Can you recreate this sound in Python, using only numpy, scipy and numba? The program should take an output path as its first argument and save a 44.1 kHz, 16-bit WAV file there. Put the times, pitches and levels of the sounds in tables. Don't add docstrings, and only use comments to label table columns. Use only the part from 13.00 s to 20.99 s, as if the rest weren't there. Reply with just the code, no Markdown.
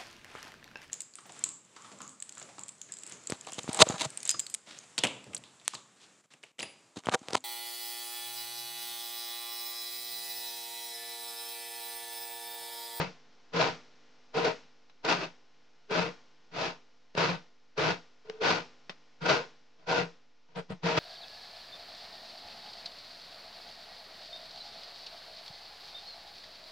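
import sys
import numpy as np
from scipy import signal
from scipy.fft import rfft, irfft, next_fast_len
from scipy.io import wavfile
from scipy.ndimage import uniform_filter1d
from numba import njit

SR = 44100
rng = np.random.default_rng(int(sys.argv[2]) if len(sys.argv) > 2 else 0)


def bounce(signal):
    frames = np.transpose(np.atleast_2d(signal))
    limited = np.clip(frames, -1, 1)
    pcm = np.round(limited * 32767).astype(np.int16)
    wavfile.write(sys.argv[1], SR, pcm)


N = 352359


def amp(db):
    return 10 ** (np.asarray(db) / 20)


def unit(x):
    return x / np.sqrt(np.mean(x ** 2))


def on_log(table, hz):
    freq_hz, value = np.transpose(table)
    return np.interp(np.log(hz + 1), np.log(freq_hz), value)


def colour(x, table, scale=0.96):
    size = 2048
    gain_db = scale * on_log(table, np.fft.rfftfreq(size, 1 / SR))
    cepstrum = irfft(gain_db * np.log(10) / 20)
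    cepstrum[1:size // 2] *= 2
    cepstrum[size // 2 + 1:] = 0
    impulse = irfft(np.exp(rfft(cepstrum)))
    wide = next_fast_len(N + size)
    return irfft(rfft(np.atleast_2d(x), wide) * rfft(impulse, wide), wide)[:, :N]


def ring(x, modes):
    total = 0
    for k, (pitch_hz, width_hz, level_db) in enumerate(modes):
        b, a = signal.iirpeak(pitch_hz, pitch_hz / width_hz, fs=SR)
        total = total + (-1) ** k * amp(level_db) * signal.lfilter(b, a, x)
    return total


def wander(rate_hz):
    hold = int(SR / rate_hz)
    steps = np.repeat(rng.standard_normal(N // hold + 1), hold)
    return unit(uniform_filter1d(steps, hold)[:N])


# lists of time_s, rasp_db (before layer trims)
STROKE_PRESSURE = [
    [(0.0, -33), (0.032, -41), (0.07, -52)],
    [(0.537, -43), (0.569, -33.5), (0.581, -37), (0.615, -29.5), (0.685, -38.5), (0.73, -50)],
    [(1.346, -45.5), (1.374, -37.5), (1.44, -41), (1.45, -32), (1.518, -45), (1.53, -52.5)],
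    [(2.048, -38), (2.078, -38), (2.09, -29.5), (2.118, -27.5), (2.174, -41.5), (2.246, -42), (2.26, -50)],
    [(2.897, -56), (2.913, -40), (2.977, -31), (3.09, -47.5)],
    [(3.515, -66.5), (3.553, -44.5), (3.599, -38), (3.661, -35.5), (3.71, -46.5)],
    [(4.152, -56), (4.162, -51.5), (4.18, -32), (4.242, -31.5), (4.276, -35.5), (4.294, -33.5), (4.35, -46)],
    [(4.78, -36.5), (4.864, -33.5), (4.912, -34.5), (4.94, -44.5)],
    [(5.413, -43), (5.435, -34.5), (5.509, -28.5), (5.587, -41.5), (5.61, -47.5)],
    [(6.214, -53), (6.254, -41.5), (6.262, -32.5), (6.276, -36.5), (6.298, -27), (6.332, -31.5),
     (6.42, -48)],
    [(6.872, -49), (6.898, -37), (6.956, -34.5), (7.022, -37.5), (7.04, -48)],
    [(7.835, -44.5), (7.863, -32.5), (7.969, -37), (7.977, -28), (7.99, -36.5)],
]
# boards_start_db, boards_middle_db, boards_end_db, hum_start_db, hum_middle_db, hum_end_db,
# overtones_db, file_ring_db, steel_db, then the blade hum's hum_start_hz, hum_end_hz
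STROKE_GRIPS = [(7.5, 1.5, 4.5, -1, -3, -2, -2, -32, 8.5, 447, 461),
                (-4.5, -6.5, -1.5, 3.5, 1.5, -5, 3, -7, 1, 463, 460),
                (-11.5, -4, -8.5, 9, 9, 8, 6.5, -6, 6, 452, 460),
                (-14.5, -6.5, -5.5, 2.5, -7.5, -10, 0.5, -4, 6, 470, 380),
                (-18, 2, -1.5, 9.5, -3.5, 3.5, -4, -4.5, 2.5, 430, 466),
                (-1, -11.5, -9, -5, -12, -10, 2, -16, 3, 455, 466),
                (-4, -3.5, 2.5, 4.5, -4, -4, -4, -10, 1.5, 473, 470),
                (-4, 0, -2, 8, 1, -1.5, -2, -4.5, 5, 437, 483),
                (-8.5, -5.5, -7, 8.5, -9, -1.5, -2, 0.5, 4.5, 465, 470),
                (7, -5.5, -13, 4, 3, 5, 1, 5, 5, 475, 468),
                (-6.5, -7.5, 3.5, 2.5, 3.5, 6, 5, 4.5, 6, 480, 465),
                (5, -12, 3, -4, 4, -1.5, 1, -18, -1, 458, 463)]
# overtones_db, file_ring_db, steel_db
GRIP_DRIFT = [1, -3.5, 5]
# boards_db, hum_db, file_and_steel_ring_db
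BRUSH_CONTACTS = [(5.252, .14, -67, -7, 2, 2), (6.79, 0.061, -71, -2, -2, -6), (7.49, 0.081, -73, 1, 0, -2),
                  (7.559, 0.037, -48.5, 6.5, 12, -5), (7.7, .022, -51, 15, 1, -10)]
BRUSH_OVERTONES_DB, BRUSH_HUM_HZ = 5, 459
STROKE_LIFT_DB_PER_S, BRUSH_LIFT_DB_PER_S = 345, 597


def contacts():
    found = []
    for points, grip in zip(STROKE_PRESSURE, STROKE_GRIPS):
        parts = [grip[:3], grip[3:6]]
        for over_db, drift_db in zip(grip[6:9], GRIP_DRIFT):
            parts.append(over_db + np.array([-.5, 0, .5]) * drift_db)
        found.append((np.array(points), parts, grip[9:], STROKE_LIFT_DB_PER_S))
    for start_s, length_s, rasp_db, boards_db, hum_db, ring_db in BRUSH_CONTACTS:
        points = np.array([(start_s, rasp_db), (start_s + length_s, rasp_db)])
        parts = [boards_db, hum_db, BRUSH_OVERTONES_DB, ring_db, ring_db]
        found.append((points, parts, [BRUSH_HUM_HZ] * 2, BRUSH_LIFT_DB_PER_S))
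    return sorted(found, key=lambda contact: contact[0][0, 0])


PARTS = ["boards", "hum", "overtones", "file_ring", "steel"]
PRESSURE_FOLLOW = [0.75, 0.64, 1.12, 0.84, 0.9]
MIDDLE_RASP_DB = -38.5
TOUCH_DB_PER_S = 1800


def contact_gain(layer):
    gain = np.zeros(N)
    for points, parts, _, lift_db_per_s in contacts():
        start, end = points[0, 0], points[-1, 0]
        i = np.arange(max(int((start - .04) * SR), 0), min(int((end + .2) * SR), N))
        t = i / SR
        level_db = np.interp(t, *points.T)
        if layer != "rasp":
            part = PARTS.index(layer)
            over_db = np.interp(t, np.linspace(start, end, 3), np.resize(parts[part], 3))
            middle_db = np.clip(MIDDLE_RASP_DB, points[:, 1].min(), points[:, 1].max())
            level_db = level_db + over_db + (PRESSURE_FOLLOW[part] - 1) * (level_db - middle_db)
        level_db = level_db - TOUCH_DB_PER_S * np.maximum(start - t, 0)
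        level_db = level_db - lift_db_per_s * np.maximum(t - end, 0)
        gain[i] = np.maximum(gain[i], amp(level_db))
    return gain


def ticks(rate_hz, spread_db, top_db):
    hit = rng.random(N) < rate_hz / SR
    strength_db = np.minimum(spread_db * rng.exponential(size=N), top_db)
    return unit(-1. * hit * amp(strength_db))


# freq_hz, shared_over_own_db
PORT_SHARING = [(60, 1.5), (170, 14.5), (300, 4), (600, 4), (1500, -6), (4000, -1), (8000, -8)]


def grit_at_ports():
    both, left, right = (ticks(rate_hz=3300., spread_db=3.1, top_db=12) for _ in range(3))
    alike = [(hz, -10 * np.log10(1 + amp(-2 * db))) for hz, db in PORT_SHARING]
    apart = [(hz, -10 * np.log10(1 + amp(2 * db))) for hz, db in PORT_SHARING]
    judder_db = 0.73 * wander(60) + 0.24 * wander(300)
    return unit((colour(both, alike) + colour([left, right], apart)) * amp(judder_db))


@njit
def glide(x, g, k):
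    y = np.empty_like(x)
    for c in range(len(x)):
        band, low = 0., 0.
        for i in range(len(g)):
            v = (band + g[i] * (x[c, i] - low)) / (1 + g[i] * (g[i] + k[i]))
            band = 2 * v - band
            low = low + 2 * g[i] * v
            y[c, i] = k[i] * v
    return y


HUM_WIDTH_HZ = 16.3


def blade_hum(force):
    bends = []
    for points, _, pitch_hz, _ in contacts():
        bends += [(points[0, 0], pitch_hz[0]), (points[-1, 0], pitch_hz[-1])]
    hz = np.interp(np.arange(N) / SR, *np.transpose(bends))
    return glide(force, np.tan(np.pi * hz / SR), HUM_WIDTH_HZ / hz)


RING_UP_MS = 7


def rung_up(gain):
    lag = int(RING_UP_MS * SR / 1000)
    late = np.concatenate([np.full(lag, gain[0]), gain])[:N]
    return np.minimum(gain, late)


LOCK = 0.33


def locked(mode):
    power = uniform_filter1d(np.mean(unit(mode) ** 2, axis=0), size=SR // 80)
    return unit(mode / (power + 0.075) ** (LOCK / 2))


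# freq_hz, gain_db
RASP_TONE = [(30, -42), (70, -24.5), (130, -6), (300, 1), (700, 1), (1300, 2.5), (1900, -4.5), (3000, -6.5),
             (4700, -8), (5600, -14), (6500, -19.5), (8000, -35), (9500, -52.5), (12000, -90)]
# pitch_hz, width_hz, level_db
BOARD_MODES = [(170.3, 8.2, 14.5), (95, 13, -26), (311.7, 23.6, -5.5)]
# pitch_hz, width_hz, level_db
BLADE_OVERTONES = [(635.3, 13.7, 1.5), (789.3, 5.8, 2.5), (925, 16, -3.5), (1062, 58, -3)]
# pitch_hz, width_hz, level_db
FILE_MODES = [(1405, 41, 11), (1546, 116, 5)]
# pitch_hz, width_hz, level_db
STEEL_MODES = [(1917, 37, -2), (2697, 280, -1), (4000, 16, -26), (4580, 25, -4.5)]


def filing():
    grit = grit_at_ports()
    broad = colour(grit, RASP_TONE)
    treble = signal.butter(2, 1500, "high", fs=SR, output="sos")
    treble_level = np.std(signal.sosfilt(treble, broad[0]))
    rasp = amp(0.5) * contact_gain("rasp") * broad / treble_level
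    boards = amp(2.0) * rung_up(contact_gain("boards")) * locked(ring(grit, BOARD_MODES))
    hum = amp(-1.16) * rung_up(contact_gain("hum")) * locked(blade_hum(grit))
    overtones = amp(-5.0) * contact_gain("overtones") * unit(ring(grit, BLADE_OVERTONES))
    file_ring = amp(-5.5) * contact_gain("file_ring") * unit(ring(grit, FILE_MODES))
    steel = amp(-14.0) * contact_gain("steel") * unit(ring(grit, STEEL_MODES))
    return rasp + boards + hum + overtones + file_ring + steel


ROOM_T60_S, ROOM_DB = 0.12, -13.5


def room(x):
    t = np.arange(int(.35 * SR)) / SR
    decay = np.exp(-np.log(1000) * t / ROOM_T60_S)
    build_up = 1 - np.exp(-t / 0.0037)
    tail = rng.standard_normal((2, len(t))) * decay * build_up
    return x + amp(ROOM_DB) * signal.fftconvolve(x, unit(tail) / np.sqrt(len(t)), axes=1)[:, :N]


# freq_hz, gain_db
HISS_TONE = [(40, -19.5), (100, -9), (200, 0), (500, -0.5), (1100, -3), (2500, -3.5), (5500, -5.5),
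             (7000, -16), (9500, -40), (12000, -63.5)]
# multiple (of MAINS_HZ), level_db
BUZZ_HARMONICS = [(1, -24.5), (2, -13.5), (3, 2.5), (5, 7), (6, 1.5), (9, 5.5), (10, 3.5), (14, 2.5),
                  (16, 1), (18, 0), (20, -5.5), (21, 1.5), (24, -2), (25, -8), (28, 1), (30, -3), (38, -6),
                  (54, -16), (60, -3.5)]
# time_s, level_db
BACKGROUND_LEVEL = [(0, -71), (1.2, -71), (2, -75.5), (3.3, -73), (4.6, -77), (5.9, -72), (7.3, -78),
                    (7.99, -76.5)]
MAINS_HZ = 50
WEAK_DB, WEAK_DB_PER_MULTIPLE, WEAK_SCATTER_DB = -9.5, -0.03, 5
HISS_TRIM_DB, BUZZ_TRIM_DB = 3.5, 1.5


def background():
    mid, left, right = unit(colour(rng.standard_normal((3, N)), HISS_TONE))
    hiss = mid + 0.32 * np.array([left, right])
    multiples = np.arange(1, 61)
    harmonic_db = WEAK_DB + WEAK_DB_PER_MULTIPLE * multiples
    harmonic_db = harmonic_db + WEAK_SCATTER_DB * rng.standard_normal(len(multiples))
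    for multiple, strong_db in BUZZ_HARMONICS:
        harmonic_db[multiples == multiple] = strong_db
    cycle = np.arange(SR // MAINS_HZ) * MAINS_HZ / SR
    phase = rng.random((2, len(multiples), 1))
    sines = np.sin(2 * np.pi * (multiples[:, None] * cycle + phase))
    shapes = np.sum(amp(harmonic_db)[:, None] * sines, axis=1)
    buzz = np.resize(shapes[0], N) + 0.096 * wander(7) * np.resize(shapes[1], N)
    level_db = np.interp(np.arange(N) / SR, *np.transpose(BACKGROUND_LEVEL))
    return amp(level_db) * (amp(HISS_TRIM_DB) * hiss + amp(BUZZ_TRIM_DB) * unit(buzz))


# closing_t60_s, opening_db (at -30 dB of sound)
SUPPRESSOR_STAGES = [(.5, 18), (3.5, -1)]


def suppressor(sound):
    power = np.mean(sound ** 2, axis=0) * 1000
    power_gain = 1
    for closing_t60_s, opening_db in SUPPRESSOR_STAGES:
        pole = np.exp(-2 * np.log(1000) / (closing_t60_s * SR))
        recent = signal.lfilter([1 - pole], [1, -pole], power)
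        power_gain = power_gain + amp(2 * opening_db) * recent
    return np.sqrt(power_gain)


# start_s, level_db, hollowness (0-1), scrape_decay_ms (time constant)
TAP_HITS = [(0.536, -26, 0.1, 2.1), (1.371, -17, 0.33, 2.0), (1.450, -14, 0.4, 1.9), (1.897, -38.5, 0, 8.4),
            (2.05, -9, 0.05, 1.9), (2.242, -19, 0.04, 3), (2.912, -23.5, 0.76, 1.9),
            (4.151, -16.5, 0.19, 2.2), (4.177, -14.5, 0.35, 4.1), (4.245, -12.5, 0.17, 3.4),
            (4.785, -27, 0.57, 2.7), (5.298, -13.5, 0.06, 2.1), (5.411, -46, 0.2, 2.7),
            (5.895, -16.5, 0.06, 8), (5.9, -29, 0.32, 20), (6.217, -26, 0.1, 10), (6.26, -15, 0.2, 6.6),
            (6.871, -43, 0.1, 3.9), (6.894, -21, 0.2, 1.8), (7.56, -52.5, 0.1, 1.7),
            (7.704, -28.5, 0.75, 1.6), (7.841, -24, 0.4, 1.5), (7.976, -9, 0.2, 12)]
# freq_hz, gain_db
TICK_TONE = [(60, -50), (300, -18), (700, -1), (2000, -3), (4700, -7.5), (6500, -21), (9500, -48)]
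# pitch_hz, width_hz, level_db
KNOCK_MODES = [(170, 44, 4), (470, 90, 4.5), (950, 84, -19)]


def taps():
    sharp, hollow = np.zeros((2, N)), np.zeros(N)
    t = np.arange(int(0.032 * SR)) / SR
    for start_s, level_db, hollowness, scrape_decay_ms in TAP_HITS:
        i = int(start_s * SR)
        shared, *own = rng.standard_normal((3, len(t)))
        scrape = 0.24 * (shared + 1.14 * np.array(own)) * np.exp(-1000 * t / scrape_decay_ms)
        scrape[:, 0] -= 1.6
        sharp[:, i:i + len(t)] += amp(level_db) * scrape[:, :N - i]
        hollow[i] -= amp(level_db) * hollowness
    return amp(1) * colour(sharp, TICK_TONE) + amp(34.0) * ring(hollow, KNOCK_MODES)


# peak_s, peak_level_db, rise_db_per_s, fall_db_per_s
SQUEAK_SWELLS = [(5.253, -55, 2995, 117), (5.301, -35, 900, 650), (5.353, -44, 350, 500),
                 (5.394, -48, 700, 300), (5.418, -25.5, 1000, 1798)]
SQUEAK_HZ, SQUEAK_HZ_PER_DB = 436, 0.55


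def squeak():
    t = np.arange(N) / SR
    swells = []
    for peak_s, peak_db, rise, fall in SQUEAK_SWELLS:
        swells.append(peak_db - rise * np.maximum(peak_s - t, 0) - fall * np.maximum(t - peak_s, 0))
    level_db = np.max(swells, axis=0)
    hz = SQUEAK_HZ + SQUEAK_HZ_PER_DB * np.maximum(level_db + 50, -20)
    phase = 2 * np.pi * np.cumsum(hz * (1 + 0.004 * wander(150))) / SR
    return amp(level_db + 1.0 * wander(90)) * np.sqrt(2) * np.sin(phase)


# freq_hz, left_minus_right_db
PORT_LEAN = [(60, -1), (100, -1), (180, 3.5), (320, 0), (560, 2.5), (980, 2.5), (1710, 0), (2990, 4.5),
             (5220, -0.5), (9130, 1)]


def scene():
    close = room(filing() + squeak() + taps())
    left = colour(close[0], PORT_LEAN, scale=1 / 2)
    right = colour(close[1], PORT_LEAN, scale=-1 / 2)
    ports = np.concatenate([left, right])
    port_gain = amp([[.7], [-.7]])
    return ports + suppressor(ports) * background() * port_gain


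TOP_HZ, OFFSET = 9550, .0013


def record(dry):
    low_pass = signal.ellip(10, .2, 80, TOP_HZ, fs=SR, output="sos")
    return signal.sosfilt(low_pass, dry) + OFFSET


dry = scene()
out = record(dry)
bounce(out)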